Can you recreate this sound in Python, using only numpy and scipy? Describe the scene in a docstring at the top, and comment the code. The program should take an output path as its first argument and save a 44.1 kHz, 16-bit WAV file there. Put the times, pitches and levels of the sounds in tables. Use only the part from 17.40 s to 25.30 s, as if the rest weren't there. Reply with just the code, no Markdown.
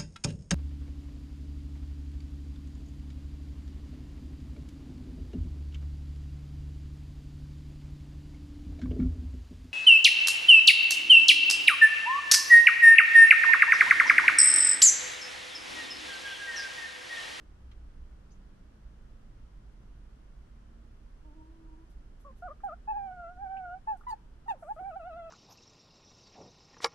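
"""Fox cubs in a night garden

A few metres from a stereo microphone on the patio, one cub moans low through its nose, then yips,
whines in long wavering notes and yelps: nearly pure vocal-fold tones, hoarse when low, bright when
strained. Paws scuff the ground and a thin hiss lies under the last calls.
Patio and fence give a short echo; distant traffic rumbles underneath."""
import sys
import numpy as np
from scipy import signal
from scipy.fft import rfft, irfft, next_fast_len
from scipy.io import wavfile
from scipy.ndimage import uniform_filter1d

SR = 44100
rng = np.random.default_rng(int(sys.argv[2]) if len(sys.argv) > 2 else 0)


def unload_audio(sound):
    """Save the sound as a 16-bit wav file, at the path given as the first command line argument."""
    columns = np.transpose(np.atleast_2d(sound))
    # keep every value between -1 and 1, then stretch to whole-number steps
    steps = np.round(np.clip(columns, -1, 1) * 32767)
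    wavfile.write(sys.argv[1], SR, steps.astype(np.int16))


N = 348390
T = np.arange(N) / SR
LEFT_RIGHT = np.array([[1], [-1]])


def undb(db):
    """Decibels to gain."""
    return 10 ** (np.asarray(db) / 20)


def unit(x):
    """Scale to rms 1."""
    return x / np.sqrt(np.mean(x ** 2) + 1e-20)


def at_hz(points, hz):
    """Read (frequency, value) points on a log-frequency axis."""
    f, value = np.transpose(points)
    return np.interp(np.log(np.maximum(hz, 1)), np.log(f), value)


def hump(hz, centre_hz, octaves):
    """Gain of a bell-shaped band."""
    return np.exp(-2 * (np.log2(hz / centre_hz) / octaves) ** 2)


def bell(t, centre, half_width):
    """A smooth bump in time, of height 1."""
    return np.exp(-((t - centre) / half_width) ** 2)


def swell(t, start, length):
    """A rounded rise and fall."""
    return np.sin(np.pi * np.clip((t - start) / length, 0, 1))


def decay(t, t60):
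    """A fall of 60 dB every t60 seconds."""
    return np.exp(-np.log(1000) * t / t60)


def noise(gain, size=N):
    """Noise of rms 1 whose spectrum follows gain(hz)."""
    padded = next_fast_len(size)
    hz = np.maximum(np.fft.rfftfreq(padded, 1 / SR), 1)
    spectrum = rfft(rng.standard_normal(padded)) * gain(hz)
    return unit(irfft(spectrum, padded)[:size])


def walk(rate, size=N):
    """A smooth random drift of spread 1 that moves about rate times a second."""
    step = 16
    coarse = noise(lambda hz: 1 / (1 + (hz / step / rate) ** 4), size // step + 2)
    return np.interp(np.arange(size) / step, np.arange(len(coarse)), coarse)


# far roads as they reach the patio: (frequency [Hz], relative density [dB])
RUMBLE_SPECTRUM = [(12, -12.5), (24, 1), (33, -2), (45, -3), (58, -1), (72, -20.5), (100, -28), (300, -100)]
# their rise and fall: (time [s], level [dB])
RUMBLE_SWELLS = [(0, -55.5), (.5, -49), (.85, -52), (1.6, -49.5), (2.3, -50), (3.15, -51.5), (3.6, -51),
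                 (5, -50), (7.9, -55)]

def traffic_rumble(lean_right_db=1.26, side_db=-22):
    """The deep sound of far roads, nearly the same on both sides of the microphone."""
    mid, side = (noise(lambda hz: undb(at_hz(RUMBLE_SPECTRUM, hz))) for _ in range(2))
    level_db = np.interp(T, *np.transpose(RUMBLE_SWELLS)) - lean_right_db * LEFT_RIGHT
    return undb(level_db) * (mid + undb(side_db) * LEFT_RIGHT * side)


# traffic and night air all round the garden: (frequency [Hz], relative density [dB])
AIR_SPECTRUM = [(55, -19.5), (90, 0), (160, -5), (280, -9.5), (450, -17), (800, -23.5), (1450, -23.5),
                (2400, -33), (3100, -33), (3700, -37), (6000, -39), (7000, -42.5), (9300, -45),
                (10500, -48), (12800, -49.5)]
# how alike left and right pick it up: (frequency [Hz], correlation [-1 to 1])
AIR_CORRELATION = [(100, 0.98), (300, 0.75), (520, .3), (890, -0.58), (1520, 0.43), (2600, -0.015),
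                   (9000, -0.073)]

def night_air(mid_db=-61, fade_db_per_s=0.1634):
    """A diffuse wash of distant traffic and air, fading very slightly."""
    mid, side = (noise(lambda hz: undb(at_hz(AIR_SPECTRUM, hz))) for _ in range(2))
    alike = at_hz(AIR_CORRELATION, np.fft.rfftfreq(N, 1 / SR))
    side = irfft(rfft(side) * np.sqrt((1 - alike) / (1 + alike)), N)
    return undb(mid_db - fade_db_per_s * T) * (mid + LEFT_RIGHT * side)


# single engines far off, centre image: (start [s], length [s], pitch [Hz], level [dB])
ENGINE_NOTES = [(-0.16, 1.15, 63.3, -49.5), (0.17, 0.67, 57, -50), (1.54, 1, 116, -59.5),
                (0, 0.87, 96, -61), (0.56, 0.79, 197, -63), (0.6, 1.97, 215, -67.5),
                (3.0, 0.76, 227, -62.5), (4.5, 1.84, 228, -68)]

def far_engines(wander=0.0092, throb_db=2):
    """Each engine is one wavering low note that swells and fades."""
    out = np.zeros(N)
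    for start, length, hz, db in ENGINE_NOTES:
        envelope = undb(db + throb_db * walk(16)) * swell(T, start, length)
        pitch = hz * (1 + wander * walk(2.7))
        out += envelope * np.sin(2 * np.pi * np.cumsum(pitch) / SR)
    return out


# left channel's lead at the microphone, twisted by the nearest wall: (frequency [Hz], phase [rad])
LEFT_LEAD = [(550, 0.5), (690, .4), (780, 1.18), (950, 1.85), (1350, -0.5), (1600, 1.34), (2150, -2),
             (2760, -1.5), (12000, -2)]

def garden(sound, echo_t60_s=0.07, echo_above_hz=1620, tail_t60_s=0.53, tail_db=-26):
    """Paving and fence scatter the shorter waves briefly; trees give a faint tail."""
    t, channels = T[:SR // 2], []
    padded = next_fast_len(N + len(t))
    source = rfft(sound, padded)
    lead = at_hz(LEFT_LEAD, np.fft.rfftfreq(padded, 1 / SR))
    scattering = signal.butter(2, echo_above_hz, "high", fs=SR, output="sos")
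    for side in (1, -1):
        echo, tail = (unit(rng.standard_normal(len(t)) * decay(t, t60)) / np.sqrt(len(t))
                      for t60 in (echo_t60_s, tail_t60_s))
        reflections = signal.sosfilt(scattering, echo) + undb(tail_db) * tail
        direct = np.exp(.5j * side * lead)
        channels.append(irfft(source * (direct + rfft(reflections, padded)), padded)[:N])
    return np.array(channels)


# faint treble in the garden under the last calls: (centre [Hz], width [octaves], level [dB])
HISS_BANDS = [(11000, 0.11, -83), (8000, 0.46, -81.5)]

def hiss(start_s=7.17, rise_s=.035, t60_s=2.1, flicker_db=2):
    """A thin, flickering hiss that comes in quickly and fades slowly."""
    t = np.maximum(T - start_s, 0)
    envelope = np.minimum(t / rise_s, 1) * decay(t, t60_s)
    return envelope * sum(undb(db + flicker_db * walk(25)) * noise(lambda hz: hump(hz, centre, octaves))
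                          for centre, octaves, db in HISS_BANDS)


# paws on paving and dry grass, a few metres off:
# (time [s], centre [Hz], width [octaves], rise [s], time to fall 30 dB [s], level [dB])
PAW_SCUFFS = [(0.314, 1590, 2.14, 0.00068, .022, -57), (0.901, 4740, .15, .001, .024, -72),
              (.903, 6000, 0.31, .017, 0.049, -72), (4.49, 7950, 3.5, 0.012, .08, -74.5),
              (4.795, 8940, 3.8, 0.0084, .09, -72), (4.959, 8000, 2.9, .022, .088, -74.5),
              (5.203, 1250, 0.79, .002, .025, -64), (5.237, 8940, 1.16, 0.0058, 0.031, -69),
              (6.166, 2490, .4, 0.0037, 0.027, -56), (6.57, 9000, 0.7, .001, .008, -65),
              (6.576, 9500, 1.8, .006, .18, -79), (6.604, 1210, 0.35, .0065, 0.032, -56.5),
              (6.633, 1190, .9, .0025, .05, -59.5), (7.392, 218, 2, 0.024, 0.035, -51.5)]

def paws(grain_db=3):
    """Each step is a short, grainy burst of friction."""
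    out, t = np.zeros(N + SR), T[:SR]
    for time, centre_hz, octaves, rise, t30, db in PAW_SCUFFS:
        band = noise(lambda hz: hump(hz, centre_hz, octaves), SR)
        friction = unit(band * undb(grain_db * walk(300, SR)))
        envelope = np.minimum(t / rise, 1) * decay(np.maximum(t - rise, 0), 2 * t30)
        start = int(time * SR)
        out[start:start + SR] += undb(db) * envelope * friction
    return out[:N]


# brief catches in the cub's voice: (time [s], half width [s], depth [dB])
VOICE_CATCHES = [(3.95, 0.016, 12), (5.306, 0.0058, 3), (5.76, .025, 7), (6.085, 0.009, 2.5),
                 (6.719, 0.003, 9), (7.246, 0.0041, 3.5), (7.589, 0.0079, 10)]

def breath(start, length, attack, release):
    """The samples that a call covers, and its envelope, which dips where the voice catches."""
    span = np.flatnonzero((T >= start) & (T <= start + length))
    t = T[span]
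    gate = np.clip(np.minimum((t - start) / attack, (start + length - t) / release), 0, 1)
    dip_db = sum(db * bell(t, time, width) for time, width, db in VOICE_CATCHES)
    return span, gate * undb(-dip_db)


# the low moan, faint at the microphone: (time [s], pitch [Hz])
MOAN_MELODY = [(3.85, 311), (3.922, 293.3), (3.952, 320.2), (4.024, 310.5), (4.138, 331.0), (4.352, 313.6),
               (4.442, 332), (4.46, 321)]

def moan(first_db=-60.5, second_db=-84.5, third_db=-79.5, open_db=15, closing_s=0.17, nasal_db=13.5):
    """The second harmonic fades as the mouth closes; the third rings in a narrow nasal resonance."""
    start, jitter, shimmer_db = 3.84, 0.0085, 2.5
    span, envelope = breath(start, length=0.628, attack=.015, release=0.027)
    hz = np.interp(T[span], *np.transpose(MOAN_MELODY))
    phase = 2 * np.pi * np.cumsum(hz * (1 + jitter * walk(70, len(span)))) / SR
    mouth_db = open_db * np.exp(-(T[span] - start) / closing_s)
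    ring_db = nasal_db * hump(3 * hz, centre_hz=921, octaves=0.14)
    voice = sum(undb(db + shimmer_db * walk(27, len(span))) * np.sin(k * phase)
                for k, db in enumerate([first_db, second_db + mouth_db, third_db + ring_db], 1))
    out = np.zeros(N)
    out[span] = envelope * np.sqrt(2) * voice
    return out


# higher notes carry louder, up to the mouth's first resonance: (pitch [Hz], fundamental level [dB])
PITCH_LOUDNESS = [(530, -53), (620, -47.5), (710, -43.5), (780, -37), (860, -32.5), (1010, -33)]

def effort(hz, nose_hz, gain_db, second_db, nasal_db, over_db, push_above_db=-37, push_ratio=1.87):
    """Levels of the fundamental, the second harmonic ringing in the nose, and overtones when pushed."""
    first_db = at_hz(PITCH_LOUDNESS, hz)
    ring_db = nasal_db * hump(2 * hz, nose_hz, octaves=0.31)
    push_db = push_ratio * np.maximum(first_db - push_above_db, 0)
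    return gain_db + first_db, gain_db + second_db + ring_db, gain_db + over_db + push_db


# the throat's colouring of the overtones: (frequency [Hz], relative level [dB])
THROAT_COLOUR = [(1700, -6), (2100, -3), (2650, 1.5), (3050, -8), (3400, -18.5), (3900, -18), (4600, -14),
                 (5400, -31), (7000, -17.5), (8000, -23.5), (11000, -37), (12500, -48)]
# strain in the last calls: (start [s], length [s], brightening [dB/octave], overtone lift [dB],
# mouth resonance [Hz], resonance gain [dB], rasp level [dB])
VOICE_STRAINS = [(6.472, 0.071, 11.5, 3, 5600, 12, -85), (6.677, 0.058, 25, 19.5, 4400, 21, -70),
                 (7.071, 0.055, 14.5, 14.5, 3480, 10.5, -73), (7.495, 1, 8, 3.5, 3400, 13, -100)]

def overtones_and_rasp(t, hz, phase, level_db, fall_db_per_octave=12, flutter_db=3):
    """Tight folds lift and brighten harmonics 3-13 and add rasp; the open mouth rings as they pass."""
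    k = np.arange(3, 14)[:, None]
    colour_db = at_hz(THROAT_COLOUR, k * hz) - fall_db_per_octave * np.log2(k)
    rasp = 0
    for start, length, tilt_db, lift_db, mouth_hz, mouth_db, rasp_db in VOICE_STRAINS:
        strain = np.sqrt(np.abs(swell(t, start, length)))
        colour_db += strain * (tilt_db * np.log2(k) + mouth_db * hump(k * hz, mouth_hz, octaves=0.23))
        level_db = level_db + strain * lift_db
        rasp = rasp + strain * undb(rasp_db)
    weight = undb(colour_db)
    flutter = undb(flutter_db * np.array([walk(20, len(t)) for _ in k]))
    overtones = (weight * flutter * np.sin(k * phase)).sum(0) / np.sqrt((weight ** 2).sum(0) / 2)
    # turbulence leaves the folds in one puff a cycle
    puffs = (1 + np.cos(phase)) * noise(lambda f: hump(f, centre_hz=4500, octaves=2.6), len(t))
    return undb(level_db) * overtones + rasp * puffs


def cub_voice(span, hz, nose_hz, timbre, quaver=.008, shimmer_db=.7, slack_hz=730, hoarse_db=17):
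    """A nearly pure vocal-fold tone; on low notes the slack folds beat unevenly and turn hoarse."""
    size = len(span)
    husk_db, *levels = timbre
    first_db, second_db, over_db = effort(hz, nose_hz, *levels)
    slack = np.clip((slack_hz - hz) / 100, 0, 1)
    hoarse = undb(husk_db + hoarse_db * slack)
    jitter = 0.0012 + 0.048 * hoarse
    hz = hz * (1 + quaver * walk(45, size) + jitter * walk(200, size))
    phase = 2 * np.pi * np.cumsum(hz) / SR
    first = undb(first_db) * np.sin(phase)
    second = undb(second_db + 1.5 * walk(70, size)) * np.sin(2 * phase)
    edge = overtones_and_rasp(T[span], hz, phase, over_db)
    husk = undb(first_db) * hoarse * noise(lambda f: hump(f, centre_hz=1220, octaves=.8), size)
    voice = np.sqrt(2) * (first + second) + edge + husk
    return voice * undb(shimmer_db * walk(67, size))


# whines a few metres from the microphone: (start [s], length [s], attack [s], release [s], then the
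# timbre: husk [dB], gain [dB], second harmonic [dB], nasal resonance [dB], overtones [dB])
WHINE_CALLS = [(5.473, 0.48, .012, .08, -43, -1.5, -59, 10.5, -75.5),
               (5.936, 0.452, 0.13, 0.042, -41.5, -0.5, -56, 5, -77.5),
               (7.362, .537, .004, 0.0026, -39, -0.63, -59.5, 3.5, -75)]
# one pitch line for each whine: (time [s], pitch [Hz])
WHINE_MELODIES = [
    [(5.484, 854), (5.51, 870), (5.54, 782), (5.57, 839), (5.6, 791), (5.65, 795), (5.7, 745), (5.802, 705),
     (5.87, 674), (5.92, 728)],
    [(5.96, 712), (6.036, 813), (6.08, 741), (6.12, 780), (6.2, 753), (6.29, 695.5), (6.38, 765)],
    [(7.366, 629), (7.382, 635), (7.404, 765), (7.416, 746), (7.486, 796), (7.506, 725.6), (7.52, 642.5),
     (7.534, 633), (7.554, 661), (7.566, 800.4), (7.61, 671), (7.626, 627), (7.678, 744), (7.728, 633),
     (7.776, 702), (7.814, 666.6), (7.836, 669), (7.89, 653.6)],
]

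def whines(nose_hz=1301):
    """Long calls held on a wavering pitch."""
    out = np.zeros(N)
    for (start, length, attack, release, *timbre), melody in zip(WHINE_CALLS, WHINE_MELODIES):
        span, envelope = breath(start, length, attack, release)
        hz = np.interp(T[span], *np.transpose(melody))
        hz = uniform_filter1d(hz, size=300, mode="nearest")
        out[span] += envelope * cub_voice(span, hz, nose_hz, timbre)
    return out


# yips and yelps from the same spot: (start [s], length [s], release [s], crest after [s], crest [Hz],
# sag [Hz/s^2], break after [s], break half width [s], break depth [Hz], then timbre as for the whines)
YIP_CALLS = [(4.846, 0.075, .012, 0.021, 570, 48400, 0, .02, 2, -34, -7.5, -54.5, 13, -84),
             (5.021, .11, .014, 0.042, 741.4, 31700, .074, .018, 169, -32, 0, -59, 13, -84),
             (5.234, .111, .011, 0.0079, 811, 4820, .074, 0.027, 192, -35, 1.5, -61, 13.5, -80),
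             (6.471, .1, .04, 0.0044, 874, 19700, 0, .02, -2, -42.5, 0, -58, 6, -80.5),
             (6.666, 0.081, .014, .026, 998, 75000, .05, .012, 72, -32, -3, -58, -21, -88),
             (7.058, 0.027, .004, 0.017, 811, 50000, 0, .02, 14, -17, -17, -68.5, -2, -86),
             (7.079, 0.11, .07, 0.011, 912, 87000, .04, .012, 37, -35, 0.5, -52.5, -34, -81.5),
             (7.223, .019, .008, .002, 693, 380000, 0, .02, 2.5, -26, 2.5, -60.5, 5, -78.5),
             (7.236, 0.093, .01, .082, 861, 20900, .027, .032, 197, -40.5, -2, -59, 0, -82.5)]

def yips(nose_hz=1247, attack_s=.006, lowest_hz=528):
    """Short calls: the pitch falls away on both sides of its crest and dips where the voice breaks."""
    out = np.zeros(N)
    for start, length, release, crest, crest_hz, sag, break_at, width, break_hz, *timbre in YIP_CALLS:
        span, envelope = breath(start, length, attack_s, release)
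        t = T[span] - start
        arch = crest_hz - sag * (t - crest) ** 2
        hz = np.maximum(arch - break_hz * bell(t, break_at, width), lowest_hz)
        out[span] += envelope * cub_voice(span, hz, nose_hz, timbre)
    return out


def scene():
    """The cubs in the garden, heard from the patio over the far traffic."""
    nearby = yips() + whines() + moan() + paws() + hiss()
    return garden(nearby) + traffic_rumble() + night_air() + far_engines()


def record(dry):
    """The recorder cuts the top steeply."""
    top_hz = 12800
    return signal.sosfilt(signal.ellip(10, .2, 70, top_hz, fs=SR, output="sos"), dry)


dry = scene()
out = record(dry)
unload_audio(out)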